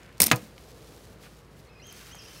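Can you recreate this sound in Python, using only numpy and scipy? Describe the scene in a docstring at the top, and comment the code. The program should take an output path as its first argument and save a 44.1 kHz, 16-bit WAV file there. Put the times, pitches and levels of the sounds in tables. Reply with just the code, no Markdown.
"""A steel ratchet buckle on a tight cargo strap is released outdoors, close to the microphone.
The spool spins free and rattles past its pawl, in bright noise snaps, mid-range clacks and steel ring.
The buckle slams onto the load's hollow panel: cracking noise and damped modes, with dull gliding thuds.
Shaped noise makes the glove and sleeve, which rustle away afterwards.
Birds, arched whistles with an octave, call in the trees over a low rumble of noise and faint hum."""
import sys
import numpy as np
from scipy import signal
from scipy.fft import rfft, irfft, next_fast_len
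from scipy.io import wavfile
from scipy.ndimage import map_coordinates

SR = 44100
rng = np.random.default_rng(int(sys.argv[2]) if len(sys.argv) > 2 else 0)


def output_pcm(signal):
    """Save a mono or channel-first signal as 16-bit PCM at the path in sys.argv[1].

    Samples are clipped to [-1, 1] before scaling.
    """
    pcm = np.clip(np.atleast_2d(signal).T, -1, 1) * 32767
    wavfile.write(sys.argv[1], SR, np.round(pcm).astype(np.int16))


N = 105840
T = np.arange(N) / SR  # s


def amp(db):
    """Decibels to gain."""
    return 10 ** (np.asarray(db) / 20)


def unit(x):
    """Scale to rms 1."""
    return x / np.sqrt(np.mean(x ** 2) + 1e-20)


def along(points, hz):
    """Read a curve of (f/Hz, value) points on a log frequency axis."""
    f, v = np.transpose(points)
    return np.interp(np.log(hz + 1), np.log(f + 1), v)


def fade(t, t60):
    """Exponential decay by 60 dB in t60 seconds."""
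    return np.exp(-np.log(1000) * t / t60)


def noise(colour, size=N):
    """Noise of rms 1, its spectrum shaped by (f/Hz, level/dB) points."""
    spectrum = rfft(rng.standard_normal(size))
    gain = amp(along(colour, np.fft.rfftfreq(size, 1 / SR)))
    return unit(irfft(spectrum * gain, size))


def wobble(rate):
    """A smooth random curve, rate knots a second."""
    knots = rng.standard_normal(4096)
    return map_coordinates(knots, [T * rate], mode="wrap")


def ring(modes, t, t60, scatter_db):
    """Damped modes, struck a little differently each time; t60 is a function of frequency."""
    out = np.zeros(len(t))
    for hz, db in modes:
        level = amp(db + scatter_db * rng.normal()) * fade(t, t60(hz))
        out += level * np.sin(2 * np.pi * (hz * t + rng.random()))
    return out


def add(out, s, x):
    """Mix x in at time s."""
    i = max(0, round(s * SR))
    out[i:i + len(x)] += x[:N - i]


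def echo(x, t60):
    """Diffuse outdoor reflections: a decaying noise tail that builds up over some 15 ms."""
    t = T[:SR]
    tail = rng.standard_normal(SR) * fade(t, t60) * (1 - np.exp(-t / 0.015))
    return signal.fftconvolve(x, tail / np.linalg.norm(tail))[:N]


def ratchet():
    """Each contact is a bright snap, a mid-range clack, a faint chatter and a short steel ring."""
    # steel-on-steel contacts of pawl and spool: [t/s, relative level/dB, weight of frame's clack/dB]
    contacts = [(0.2022, -7.5, -10.5), (0.204, -7.5, -1.5), (.2052, -19, -2), (0.2114, -13.5, -22),
                (0.2104, -35, -11.5), (.2160, -29.5, -6), (0.2181, 0, -13.5), (0.2182, -11, -17),
                (0.2189, -17, -26.5), (.2233, -10, -12.5), (0.2294, -26.5, -3.5), (0.2317, -11.5, -4),
                (.2335, -22, 0), (0.2396, -8.5, -12), (0.2414, -28, -17), (0.2508, -28.5, -4),
                (0.2617, -20, -4.5), (0.2648, -15, -15), (0.2679, -16.5, -5.5), (0.2683, -16.5, -12),
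                (0.272, -33.5, -18), (0.2815, -27.5, 4.5), (0.3192, -15.5, -2), (0.3599, -29.5, -10),
                (.3641, -35, 3), (.3690, -43, -17)]
    # ring of the buckle's steel: [f/Hz, relative level/dB]
    steel_modes = [(2250, -13), (4414, -18.5), (5255, -2.5), (6600, -7), (7796, -3), (8398, -5.5),
                   (8762, -6), (8864, -5), (9000, -4.5), (9250, -5), (9704, -0.5), (12050, 0), (13080, -4)]
    # spectrum of snap and chatter: [f/Hz, relative level/dB]
    snap_colour = [(300, -17), (3000, -19.5), (5200, -1), (7200, -8.5), (8800, 1.5), (10300, -5),
                   (13000, -1), (15500, -6)]
    # spectrum of the frame's clack: [f/Hz, relative level/dB]
    clack_colour = [(100, -19.5), (200, 6.5), (500, 0.5), (900, -1), (1550, -12.5), (2200, 1.5), (3100, -7),
                    (4600, -2), (6000, -4.5), (15000, -25)]
    snap_t60, chatter_t60, clack_t60, clack_tail_t60, steel_t60 = 0.0081, 0.083, 0.0095, 0.14, 0.09  # s
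    snap_db, chatter_db, clack_tail_db, steel_db = 2, -24, -18, -30  # relative to the contact
    out, t = np.zeros(N), T[:SR // 4]
    for s, db, clack_db in contacts:
        snap_level = amp(snap_db) * fade(t, snap_t60) + amp(chatter_db) * fade(t, chatter_t60)
        snap = noise(snap_colour, size=len(t)) * snap_level
        clack_level = .5 * fade(t, clack_t60) + amp(clack_tail_db) * fade(t, clack_tail_t60)
        clack = amp(clack_db) * noise(clack_colour, size=len(t)) * clack_level
        steel = amp(steel_db) * ring(steel_modes, t, lambda hz: steel_t60, scatter_db=1.5)
        add(out, s, amp(db) * (snap + clack + steel))
    return out


def panel():
    """A blow cracks, dulls as its treble dies and rings the panel."""
    # blows of the buckle on the panel: [t/s, knock level/dB, panel ring level/dB]
    blows = [(.3143, -7.5, -27.5), (.3295, -25.5, -31.5)]
    # ring of the hollow panel: [f/Hz, relative level/dB]
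    panel_modes = [(185, -8), (310, -6.5), (490, -2), (670, -0.5), (851, -10), (1000, 1), (1240, 2.5),
                   (1430, -22), (1663, -3), (1850, -13), (2065, 5), (2362, -3), (2530, 8.5)]
    # spectrum of a knock: [f/Hz, relative level/dB]
    knock_colour = [(60, -25), (150, 3), (300, -9.5), (700, -2.5), (1100, -4.5), (1650, -0.5), (2300, -1),
                    (3000, -2), (4500, -5), (5700, -11), (6850, -2.5), (8400, -19), (15500, -17)]
    # decay of a knock: [f/Hz, t60/s]
    knock_t60 = [(100, 0.099), (600, 0.19), (1500, 0.088), (3500, 0.053), (14000, 0.013)]
    crack_t60, crack_db = .008, 4  # s; dB over the body of the knock
    ring_t60, damping = .105, .6  # s at 1 kHz; power by which it shortens with frequency
    out, t = np.zeros(N), T[:SR // 2]
    for s, knock_db, ring_db in blows:
        hz, age, z = signal.stft(noise(knock_colour, size=len(t)), SR, nperseg=256)
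        z = z * fade(age, along(knock_t60, hz)[:, None])
        knock = signal.istft(z, SR, nperseg=256)[1][:len(t)]
        knock *= .5 * (1 + amp(crack_db) * fade(t, crack_t60))
        modes = ring(panel_modes, t, lambda f: ring_t60 * (f / 1000) ** -damping, scatter_db=-0.5)
        modes *= 1 - np.exp(-t / 0.00086)  # soft onset
        add(out, s, amp(knock_db) * knock + amp(ring_db) * modes)
    return out


def thuds():
    """Soft low pushes of strap and hollow panel, whose pitch settles as the tension lets go."""
    # dull thuds: [t/s, level/dB, settled f/Hz, t60/s]
    pushes = [(0.202, -19.5, 180, 0.09), (0.22, -26.5, 79.2, 0.1), (0.248, -34, 276, 0.12),
              (0.269, -30.5, 226, 0.19), (0.3129, -18.5, 237, 0.065), (0.3277, -13, 121.2, 0.1),
              (0.424, -34.5, 207, 0.1)]
    rise_s, settle_s = 0.0054, .012
    sag = 0.11  # fraction by which the pitch starts high
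    out, t = np.zeros(N), T[:SR // 2]
    for s, db, hz, t60 in pushes:
        pitch = hz * (1 + sag * np.exp(-t / settle_s))
        phase = 2 * np.pi * np.cumsum(pitch) / SR
        onset = 1 - np.exp(-(t / rise_s) ** 2)
        add(out, s, amp(db) * np.sin(phase) * fade(t, t60) * onset)
    return out


def handling():
    """Grainy rustle of the sleeve, soft brushes of the glove and a few small ticks, all as shaped noise."""
    # course of the sleeve's rustle, before its gain: [t/s, level/dB]
    rustle_course = [(0, -68), (.1, -75.5), (.45, -61), (0.528, -69.5), (.62, -64.5), (1.1, -63.5),
                     (1.17, -71.5), (1.262, -58), (1.3, -67), (1.38, -65.5), (1.48, -75), (1.63, -67.5),
                     (1.72, -79.5), (1.84, -71.5), (1.994, -55.5), (2.2, -64), (2.344, -57.5), (2.4, -58.5)]
    # spectrum of the rustle: [f/Hz, relative level/dB]
    rustle_colour = [(300, -16.5), (1000, -7.5), (2500, 2.5), (4500, 5.5), (8000, 0.5), (12000, -1.5),
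                     (15500, -5)]
    # brushes of the glove: [centre t/s, length/s, level/dB]
    brushes = [(0.06, 0.204, -58), (1.26, 0.047, -52.5), (2.06, 0.37, -55), (2.356, 0.155, -59)]
    # spectrum of a brush: [f/Hz, relative level/dB]
    brush_colour = [(300, -20), (1400, 6), (2400, 4), (4000, -7.5), (15000, -22)]
    # small handling ticks: [t/s, level/dB, centre f/Hz]
    ticks = [(0.032, -46.5, 4030), (0.061, -51, 4140), (0.126, -52, 4730), (.172, -52.5, 4500),
             (.180, -43.5, 4960), (.2897, -31.5, 2500), (0.3011, -29.5, 3500), (.580, -43.5, 3010),
             (1.869, -44.5, 11000), (1.926, -39, 12000), (2.1471, -35, 1070), (2.1525, -43.5, 9100)]
    rustle_db = 4.5  # gain on the whole course
    s, db = np.transpose(rustle_course)
    grain_db = 1.4 * wobble(40) + 2.1 * wobble(760)
    out = amp(np.interp(T, s, db) + rustle_db + grain_db) * noise(rustle_colour)
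    strokes = sum(amp(db) * np.exp(-(2 * (T - s) / length) ** 2) for s, length, db in brushes)
    out += strokes * amp(2.275 * wobble(300)) * noise(brush_colour)
    t = T[:SR // 20]
    for s, db, hz in ticks:
        colour = [(hz / 4, -14), (hz, 0), (hz * 2, -11), (hz * 10, -35)]
        add(out, s, amp(db) * fade(t, 0.013) * noise(colour, size=len(t)))
    return out


def birds():
    """Arched whistles with a strong octave, clear on top and raspy on the slopes, smeared by the trees."""
    # bird calls: [start t/s, length/s, top f/Hz, opening rise 0-1, closing fall 0-1, level/dB, octave/dB]
    calls = [(1.662, 0.04, 2183, 0.11, 0.42, -61, -8), (1.691, 0.05, 2608, .06, 0.05, -60.5, -9),
             (1.746, 0.065, 2494, 0.01, 0.1, -60, -10), (1.796, 0.015, 2086, .08, 0, -52.5, -8),
             (1.806, .125, 3236, 0.36, 0.42, -53, -2.5), (2.094, .115, 3232, 0.3, 0.36, -54, -2),
             (2.153, 0.12, 2476, 0, 0, -63.5, 6.5), (2.186, 0.0274, 2746, 0.11, 0.17, -59, 5.5),
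             (2.237, 0.024, 2850, 0.4, 0.04, -68, 8), (2.247, .1, 3051, 0.2, 0, -57, -4),
             (2.355, 0.036, 2694, 0.12, 0.07, -59, 3.5)]
    arch_power = 2.6  # higher keeps the top of the arch flatter
    waver, waver_per_s = 0.0072, 245  # pitch fraction; knots a second
    rasp = 0.11  # pitch scatter per unit of bend: the call roughens on its slopes
    trees_t60, trees_db = 0.99, -1.5  # s, dB
    out = np.zeros(N)
    for s, length, hz, rise, fall, db, octave_db in calls:
        u = np.linspace(-1, 1, int(length * SR))
        n = len(u)
        bend = np.where(u < 0, rise, fall) * np.abs(u) ** arch_power
        scatter = waver * wobble(waver_per_s)[:n] + rasp * bend * wobble(1400)[:n]
        pitch = hz * (1 - bend + scatter)
        phase = 2 * np.pi * np.cumsum(pitch) / SR
        for k, gain in ((1, 0.86), (2, amp(octave_db))):
            level = amp(db + 4 * wobble(130)[:n]) * signal.windows.tukey(n, .25)
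            add(out, s, gain * level * np.sin(k * phase))
    return out + amp(trees_db) * echo(out, trees_t60)


def air():
    """Low outdoor rumble of noise with a faint, steady hum and one soft mid-range swell."""
    # spectrum of the rumble: [f/Hz, relative level/dB]
    rumble_colour = [(20, -46), (32, -35.5), (42, -13.5), (54, -6), (75, -2.5), (120, 0), (170, -2.5),
                     (240, -9.5), (380, -9), (480, -8), (640, -14.5), (1270, -18), (2400, -24), (5600, -35),
                     (15500, -48.5)]
    # spectrum of the swell: [f/Hz, relative level/dB]
    swell_colour = [(100, -14.5), (330, -5), (480, 4), (650, -10), (1200, -18), (4000, -41.5)]
    rumble_db, rumble_waver_db = -52.5, .6
    hum_hz, hum_db = 55, -58.5
    swell_s, swell_length_s, swell_db = 0.87, .9, -56  # centre, length, peak level
    rumble = amp(rumble_db + rumble_waver_db * wobble(15)) * noise(rumble_colour)
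    # level in rms; the phase drifts slightly
    hum = amp(hum_db) * np.sqrt(2) * np.sin(2 * np.pi * hum_hz * T + .5 * wobble(4))
    swell_shape = np.exp(-(2 * (T - swell_s) / swell_length_s) ** 2)
    swell = amp(swell_db) * swell_shape * noise(swell_colour)
    return rumble + hum + swell


def scene():
    """The near buckle, almost dry, in the open yard, with handling, birds and air around it."""
    yard_t60, yard_db = .45, -28.5  # s, dB
    buckle = ratchet() + panel() + thuds()
    yard = amp(yard_db) * echo(buckle, yard_t60)
    return (buckle + yard + handling() + birds() + air())[None]


def record(dry):
    """The recorder drops the deepest bass, rounds off the highest peaks and cuts the top band."""
    low_cut_hz, ceiling, top_hz = 42, .7, 15800  # ceiling is in full-scale units
    dry = signal.sosfilt(signal.butter(3, low_cut_hz, "high", fs=SR, output="sos"), dry)
    held = dry / (1 + np.abs(dry / ceiling) ** 4) ** (1 / 4)
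    m = next_fast_len(N + 8192)
    # the edge of the top band slopes over 300 Hz
    passband = np.clip((top_hz - np.fft.rfftfreq(m, 1 / SR)) / 300 + .5, 0, 1)
    return irfft(rfft(held, m) * passband, m)[:, :N]


dry = scene()
out = record(dry)
output_pcm(out)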